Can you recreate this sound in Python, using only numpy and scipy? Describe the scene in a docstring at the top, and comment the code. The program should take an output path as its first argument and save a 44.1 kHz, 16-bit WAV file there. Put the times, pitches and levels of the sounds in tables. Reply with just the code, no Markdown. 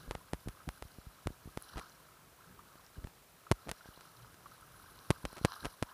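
"""Small boat in choppy water

Heard by a camera in a waterproof housing. Wash, spray and mist are noise and bubble grains through
the housing resonances; bubbles, drops, slaps and gurgles are damped or swelling tones.
Wind and spray on the microphone port give thumps, ticks, soft pressure lumps and sloshes, shaped by
the leak and tube of the port. Filtered noise gives a low rumble and microphone hiss."""
import sys
import numpy as np
from scipy.fft import rfft, irfft, next_fast_len
from scipy.io import wavfile
from scipy.ndimage import uniform_filter1d, map_coordinates

SR = 44100
rng = np.random.default_rng(int(sys.argv[2]) if len(sys.argv) > 2 else 0)


def output_pcm(signal):
    """Save a mono or channel-first signal as 16-bit PCM at the path in sys.argv[1].

    Samples are clipped to [-1, 1] before scaling.
    """
    pcm = np.clip(np.atleast_2d(signal).T, -1, 1) * 32767
    wavfile.write(sys.argv[1], SR, np.round(pcm).astype(np.int16))


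N = 261513
TIME_S = np.arange(N) / SR

# rumble of hull and wind: time_s, level_db
RUMBLE_LEVEL = [(0.0, -59), (0.3, -69.5), (1.6, -68), (2.4, -68.5), (2.53, -62.5), (2.75, -69),
                (3.9, -72.5), (4.22, -65.5), (5.27, -63.5), (5.45, -67.5), (5.93, -75)]
# rumble spectrum: freq_hz, relative_density_db
RUMBLE_SPECTRUM = [(12, -70), (20, -51), (38, -6), (102, -4.5), (173, -4), (206, -12), (262, -12),
                   (500, -16.5), (650, -42), (1100, -120)]
# microphone hiss spectrum: freq_hz, relative_density_db
HISS_SPECTRUM = [(150, -1), (600, 6.5), (2000, 0.5), (5000, -5), (14900, -4.5), (15250, -3), (15400, -48)]
# gurgles under the hull: middle_s, peak_db, mean_pitch_hz, fade_s (to 1/e on either side)
GURGLES = [(2.504, -58, 166.3, 0.028), (4.234, -56, 111.6, 0.059)]
# flow past the hull: time_s, wash_db, spray_db
WASH_LEVELS = [(0.0, -60, -65.5), (0.18, -65, -75.5), (0.5, -66.5, -73), (0.6, -63, -74), (0.8, -68, -71.5),
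               (1.57, -67, -75), (1.68, -60.5, -63), (1.76, -50.5, -61.5), (1.92, -65.5, -72.5),
               (2.3, -69.5, -81.5), (2.85, -65.5, -73.5), (3.29, -77, -81), (3.72, -65.5, -69),
               (3.85, -63.5, -67), (4.33, -65.5, -74.5), (4.8, -62.5, -70.5), (5.35, -60, -66.5),
               (5.5, -52.5, -59), (5.66, -55, -61), (5.77, -68, -71.5), (5.93, -56.5, -70.5)]
# finest mist: time_s, level_db
MIST_LEVEL = [(0.0, -70), (0.21, -74.5), (0.74, -70), (1.2, -78), (1.68, -69.5), (1.92, -76), (2.16, -79),
              (3.5, -79), (3.9, -71.5), (4.33, -76.5), (4.81, -68), (5.46, -69.5), (5.5, -64), (5.65, -62),
              (5.77, -72)]
# main cavity modes: freq_hz, width_hz, relative_db
CAVITY_MODES = [(640, 270, -7.5), (1020, 190, -2), (1296, 131, 0), (1602, 174, -3)]
# housing wall modes: freq_hz, width_hz, relative_db
WALL_MODES = [(2910, 280, -6), (4055, 330, 0.5), (4930, 570, -2.5), (5770, 500, -2.5)]
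# highest housing modes: freq_hz, width_hz, relative_db
HIGHEST_MODES = [(9140, 790, -5), (10860, 900, -1.5), (12900, 680, -3.5)]
# clearest bubbles: start_s, peak_db, pitch_hz
BUBBLES = [(0.572, -54, 1240), (0.603, -49, 1270), (1.812, -48, 1100), (2.591, -45.5, 1185),
           (3.467, -45, 1260), (3.808, -48.5, 1390), (3.845, -53, 1580), (3.877, -54, 1640),
           (4.246, -51.5, 1215), (4.458, -43, 1080), (4.518, -48.5, 1250)]
# spray drops on the housing: time_s (each sounds DROP_DELAY_S later), peak_db, pitch_hz
DROPS = [(1.611, -51, 10900), (1.6212, -33, 10640), (1.647, -48, 10500), (1.894, -45, 6040),
         (2.862, -44, 5470), (4.987, -42, 4030), (5.3265, -41, 9500)]
# small slaps of water on the housing: start_s, nominal_level_db
SLAPS = [(5.5201, -31), (5.5315, -40), (5.539, -41.5)]
# water sloshing over the port: start_s, length_s, level_db (ahead of the port)
SLOSHES = [(0.073, 0.025, -55), (0.674, 0.015, -39.5), (1.731, 0.073, -56), (2.965, 0.033, -55.5),
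           (3.011, 0.032, -58.5), (3.662, 0.044, -49.5), (5.617, 0.032, -58)]
# slosh spectrum ahead of the port: freq_hz, relative_density_db
SLOSH_SPECTRUM = [(60, -9), (220, -2), (800, -24)]
# soft lumps ahead of the port: crest_s, peak_pressure (negative pulls), fall_ms (to 1/e)
LUMPS = [(.079, -0.01, 0.72), (0.087, -0.023, 14), (.344, 0.013, 2.2), (0.462, 0.014, 2.6),
         (.475, -0.042, 1.18), (.489, 0.017, 2.2), (0.677, -0.012, 2), (0.854, 0.0079, 3),
         (0.986, -.013, 1.33), (1.07, 0.011, 3.3), (1.261, -0.029, 3), (1.277, 0.025, 2.8),
         (1.305, 0.017, 1.2), (1.458, -0.012, 2.2), (1.476, 0.015, 1.34), (1.761, 0.018, 5.5),
         (2.756, -0.0055, 0.5), (2.983, -0.017, 3.8), (3.0442, 0.023, 9.5), (3.0484, -0.025, 1.8),
         (3.692, 0.015, 4), (3.7153, 0.019, 1.8), (3.858, -0.01, 0.4), (3.889, -0.0094, 1.3),
         (3.976, -0.0071, 0.53), (5.244, 0.024, 1.8), (5.33, 0.015, 0.33), (5.414, 0.018, 1.2),
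         (5.625, 0.0055, 2.1)]
# sharp ticks ahead of the port: start_s, first_jerk_pressure (negative pulls), decay_ms
TICKS = [(0.1106, -0.099, 0.23), (0.1188, -0.016, 0.16), (0.1495, -0.011, 0.085), (0.152, 0.062, 0.31),
         (0.343, 0.014, 0.2), (0.4854, -0.032, 0.093), (1.27, 0.016, 0.21), (1.759, 0.013, 0.28),
         (1.7719, -0.032, 0.31), (1.7814, -0.036, 0.22), (1.7956, -0.028, 0.14), (3.0429, -0.017, 0.24),
         (3.0716, -0.016, 0.28), (3.6733, 0.018, 0.55), (3.6861, -0.029, 0.26), (3.6918, -0.061, 0.27),
         (3.6934, -0.045, 0.1), (3.6979, -0.033, 0.12), (3.7144, -0.098, 0.068), (3.7186, -0.03, 0.21),
         (4.0094, -0.012, 0.11), (4.3435, -0.0086, 0.13), (5.2529, -0.11, 0.2), (5.2568, -0.026, 0.19),
         (5.369, -0.024, 0.15), (5.3825, -0.025, 0.15), (5.64, 0.015, 0.33), (5.648, -0.053, 0.26),
         (5.655, -0.1, 0.2), (5.6658, 0.031, 0.38)]
# spells of rattling spray, four ticks each: start_s, length_s, nominal_pressure
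RATTLES = [(1.776, 0.018, -0.016), (5.365, 0.024, -0.008), (5.647, 0.016, -0.019)]
# blows ahead of the port: snap_s, nominal_level_db, suction_ms
THUMPS = [(0.3341, -23.5, 1.52), (0.69, -25, 0.42), (0.8244, -29, 0.49), (1.2718, -23.5, 1.23),
          (1.5743, -26.5, 1.13), (3.515, -13, 1.03), (5.1053, -14, 1.2), (5.4494, -12.5, 0.93),
          (5.8263, -19, 0.74)]

HISS_DB, TOP_HZ = -64.0, 16500
DROP_DELAY_S, RATTLE_MEAN_MS = 0.0031, 0.16
HARD_FROM_DB = -20  # blows above this are hard
# swell and flutter, relative to the blow level
WEAK_SWELL_DB, WEAK_FLUTTER_DB = -12, -6.5
HARD_SWELL_DB, HARD_FLUTTER_DB = -10, -4
# flutter delay in suction lengths, and stretch of its timing
WEAK_DELAY, WEAK_STRETCH_MS = 0.52, 0.307
HARD_DELAY, HARD_STRETCH_MS = 3.5, 1.01


def amp(db):
    """Amplitude ratio of a level in dB."""
    return 10 ** (np.asarray(db) / 20)


def unit(x):
    """x scaled to rms 1."""
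    return x / np.sqrt(np.mean(x ** 2))


def curves(rows):
    """One interpolated value per sample for each column after the time."""
    time_s, *columns = np.transpose(rows)
    return [np.interp(TIME_S, time_s, column) for column in columns]


def wobble(rate_hz):
    """Smooth random curve with rate_hz knots per second."""
    knots = rng.standard_normal(int(N * rate_hz / SR) + 4)
    return map_coordinates(knots, [TIME_S * rate_hz])


def filtered(x, response):
    """x times a frequency response, zero-padded."""
    size = next_fast_len(N + 8192)
    freq_hz = np.fft.rfftfreq(size, 1 / SR)
    return irfft(rfft(x, size) * response(freq_hz), size)[:N]


def coloured(x, points):
    """x through a spectrum interpolated over log frequency, cut outside it, at rms 1."""
    freq_hz, level_db = np.transpose(points)
    return unit(filtered(x, lambda hz: amp(np.interp(np.log(hz + 1), np.log(freq_hz), level_db, -60, -90))))


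def resonated(x, modes):
    """x through parallel band-pass modes of alternating sign, at rms 1."""
    def response(f):
        return sum((-1) ** k * amp(db) * 1j * f * width / (hz * hz - f * f + 1j * f * width)
                   for k, (hz, width, db) in enumerate(modes))
    return unit(filtered(x, response))


def add(track, time_s, shape, lead=0):
    """Mix a shape in at time_s, starting lead samples early."""
    start = round(time_s * SR) - lead
    track[start:start + len(shape)] += shape[:N - start]


def background():
    """Uneven low rumble of hull and wind, and steady microphone hiss, from filtered noise."""
    uneven = rng.standard_normal(N) * amp(0.69 * wobble(5.0))
    rumble = amp(curves(RUMBLE_LEVEL)[0]) * coloured(uneven, RUMBLE_SPECTRUM)
    hiss = amp(HISS_DB) * coloured(rng.standard_normal(N), HISS_SPECTRUM)
    return rumble + hiss


def gurgles():
    """A large pocket of air hums for a moment at an unsteady pitch."""
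    out = np.zeros(N)
    waver_s = np.cumsum(wobble(21)) / SR
    for middle_s, db, hz, fade_s in GURGLES:
        envelope = np.exp(-((TIME_S - middle_s) / fade_s) ** 2)
        out += amp(db) * envelope * np.sin(2 * np.pi * hz * (TIME_S + 0.1175 * waver_s))
    return out


def grains(count, low_hz, high_hz, cycles, spread_db):
    """Short damped tones at random moments and pitches, each rising a little as a bubble does."""
    when, pitch, size = rng.random((count, 3)).T[..., None]
    hz = low_hz * (high_hz / low_hz) ** pitch
    step = np.arange(int(5 * cycles / low_hz * SR))
    turns = hz * step / SR
    envelope = turns / cycles * np.exp(-2 * turns / cycles)
    tone = np.sin(2 * np.pi * turns * (1 + 0.0079 * turns)) * envelope
    loud = amp(-spread_db * np.log(1 - .99 * size))  # many small, few large
    index = (when * N).astype(int) + step
    return unit(np.bincount(index.ravel(), (loud * tone).ravel(), N)[:N])


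def water():
    """Wash bubbles excite the housing cavity, spray and mist its higher modes; all come in lumps."""
    wash_db, spray_db = curves(WASH_LEVELS)
    mist_db, = curves(MIST_LEVEL)
    lap, spatter = wobble(12), wobble(110)
    wash = grains(count=1600, low_hz=949, high_hz=1743, cycles=3.9, spread_db=3.5)
    wash = wash + 2.64 * rng.standard_normal(N)
    spray = grains(count=6000, low_hz=2740, high_hz=6450, cycles=3.7, spread_db=4.0)
    spray = spray + 1.6 * rng.standard_normal(N)
    mist = grains(count=3500, low_hz=8500, high_hz=13600, cycles=4.4, spread_db=3.0)
    mist = mist + 1.4 * rng.standard_normal(N)
    bursts = amp(0.86 * lap + 2.6 * spatter)  # shared by spray and mist
    return (amp(wash_db + 1.5 * lap) * resonated(wash, CAVITY_MODES)
            + amp(spray_db) * resonated(spray * bursts, WALL_MODES)
            + amp(mist_db) * resonated(mist * bursts, HIGHEST_MODES))


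def plops():
    """A bubble starts softly and dies as a rough tone; a drop of spray only pings."""
    out, t_s = np.zeros(N), np.arange(1200) / SR
    for start_s, db, hz in BUBBLES:
        # phase wanders as the water moves
        waver_rad = np.cumsum(rng.normal(0, .08, len(t_s)))
        envelope = (1 - np.exp(-t_s / 0.00086)) * amp(-60 * t_s / 0.033)
        ring = np.sin(2 * np.pi * hz * t_s + waver_rad) * envelope
        add(out, start_s, amp(db) * ring / ring.max())
    for time_s, db, hz in DROPS:
        ping = amp(db - 60 * t_s / 0.0037) * np.sin(2 * np.pi * hz * t_s)
        add(out, time_s + DROP_DELAY_S, ping)
    return out


def slaps():
    """Each slap rings the walls and all but the lowest cavity mode, at newly drawn strengths."""
    out, t_s = np.zeros(N), np.arange(900) / SR

    def ring(modes):
        total = np.zeros(len(t_s))
        for k, (hz, width_hz, db) in enumerate(modes):
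            strength = (-1) ** k * amp(db + rng.normal(0, 3.4))
            total += strength * np.exp(-np.pi * width_hz * t_s) * np.sin(2 * np.pi * hz * t_s)
        return total

    onset = 1 - np.exp(-t_s / 0.00051)
    for start_s, db in SLAPS:
        add(out, start_s, amp(db) * onset * (ring(CAVITY_MODES[1:]) + 0.62 * ring(WALL_MODES)))
    return out


def sloshes():
    """Low, rounded pressure ripples that swell and fade within each spell."""
    spells = np.zeros(N)
    for start_s, length_s, db in SLOSHES:
        half_s = length_s / 2
        spells += amp(db) * np.exp(-((TIME_S - start_s - half_s) / half_s) ** 4)
    return spells * coloured(rng.standard_normal(N), SLOSH_SPECTRUM)


def lumps():
    """Rounded pushes and pulls that rise faster than they fall."""
    out, t_ms = np.zeros(N), np.arange(-600, 1400) / SR * 1000
    for crest_s, peak, fall_ms in LUMPS:
        width_ms = np.where(t_ms < 0, 0.36 * fall_ms, fall_ms)
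        add(out, crest_s, peak * np.exp(-(t_ms / width_ms) ** 2), lead=600)
    return out


def rattle_ticks():
    """Four ticks of random time, strength and decay in each rattling spell."""
    rows = []
    for start_s, length_s, pressure in RATTLES:
        for k, (u, v, w) in enumerate(rng.random((4, 3))):
            rows.append((start_s + length_s * (k + u) / 4, pressure * (0.72 + v), RATTLE_MEAN_MS * (.5 + w)))
    return rows


def ticks():
    """A sudden jerk that relaxes at once, rattles four times more and rings the cavity faintly."""
    out, t_ms = np.zeros(N), np.arange(500) / SR * 1000
    ring = -.08 * np.sin(2 * np.pi * 1.464 * t_ms) * np.exp(-t_ms / 3.5)  # 1.464 kHz
    for start_s, peak, decay_ms in list(TICKS) + rattle_ticks():
        late, size = rng.random((4, 2)).T
        delays_ms = np.append(0, 0.34 + 3.6 * late)
        strengths = np.append(1, 0.78 * (size - .35))
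        since_ms = np.maximum(t_ms - delays_ms[:, None], 0)
        jerks = (1 - np.exp(-since_ms / (0.18 * decay_ms))) ** 2 * np.exp(-since_ms / decay_ms)
        add(out, start_s, peak * (strengths @ jerks / jerks.max() + ring))
    return out


def port_flutter(t_ms, first_ms, stretch_ms):
    """Nine flaps of the port at uneven intervals, of random size under a decaying envelope."""
    gap, size, short = rng.random((9, 3)).T
    starts_ms = first_ms + stretch_ms * (np.cumsum(0.148 + 1.4 * gap ** 2) - 1.4 * gap[0] ** 2)
    since_ms = np.maximum(t_ms - starts_ms[:, None], 0)
    decay_ms = 0.19 + 0.5 * short[:, None] ** 2
    flaps = (1 - np.exp(-since_ms / 0.041)) * np.exp(-since_ms / decay_ms)
    weights = (1.97 * size - .45) * np.exp(-(starts_ms - starts_ms[0]) / (4.9 * stretch_ms))
    return weights @ flaps


def thumps():
    """Pressure swells, snaps over into suction and recovers; the port flutters with fading strength."""
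    out, t_ms = np.zeros(N), np.arange(-600, 1400) / SR * 1000
    after_ms = np.maximum(t_ms, 0)
    for snap_s, db, suction_ms in THUMPS:
        if db > HARD_FROM_DB:
            swell_db, flutter_db, delay, stretch_ms = HARD_SWELL_DB, HARD_FLUTTER_DB, HARD_DELAY, HARD_STRETCH_MS
        else:
            swell_db, flutter_db, delay, stretch_ms = WEAK_SWELL_DB, WEAK_FLUTTER_DB, WEAK_DELAY, WEAK_STRETCH_MS
        edge_ms = 0.034 * amp(-.3 * (db - 8.0))  # weaker blows snap less sharply
        rise = amp(swell_db) * np.exp(-(t_ms / 3.8) ** 4)
        crest = 1.19 * np.exp(np.minimum(t_ms, 0) / 0.038)
        swell = (t_ms < 0) * (rise + crest)
        snap = (t_ms >= 0) * 1.34 * np.exp(-after_ms / edge_ms)
        suction = 1.6 * (1 - np.exp(-after_ms / 0.34)) * np.exp(-(after_ms / suction_ms) ** 1.78)
        flutter = port_flutter(t_ms, delay * suction_ms, stretch_ms)
        churn = uniform_filter1d(rng.standard_normal(len(t_ms)), size=9) * np.exp(-((t_ms - 3.5) / 8.8) ** 2)
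        blow = swell + snap - suction + amp(flutter_db) * (flutter + 0.041 * churn)
        add(out, snap_s, amp(db) * blow, lead=600)
    return out


def port(pressure, leak_hz=45, damping=0.72, tube_hz=10500, loss=0.22):
    """Slow pressure leaks away, so pushes swing back; the short tube resonates and dulls what lies above."""
    def response(hz):
        leak = -hz ** 2 / (leak_hz ** 2 - hz ** 2 + 1j * damping * leak_hz * hz)
        tube = tube_hz ** 2 / (tube_hz ** 2 - hz ** 2 + 1j * loss * tube_hz * hz)
        return leak * tube / (1 + 1j * hz / 9000)
    return filtered(pressure, response)


def scene():
    """Port pressure through the port, plus water, housing and background sounds."""
    at_port = port(thumps() + ticks() + lumps() + sloshes())
    return (at_port + water() + plops() + slaps() + gurgles() + background())[None]


def record(dry):
    """The camera keeps nothing at or above its band limit."""
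    return filtered(dry[0], lambda hz: hz < TOP_HZ)[None]


dry = scene()
out = record(dry)
output_pcm(out)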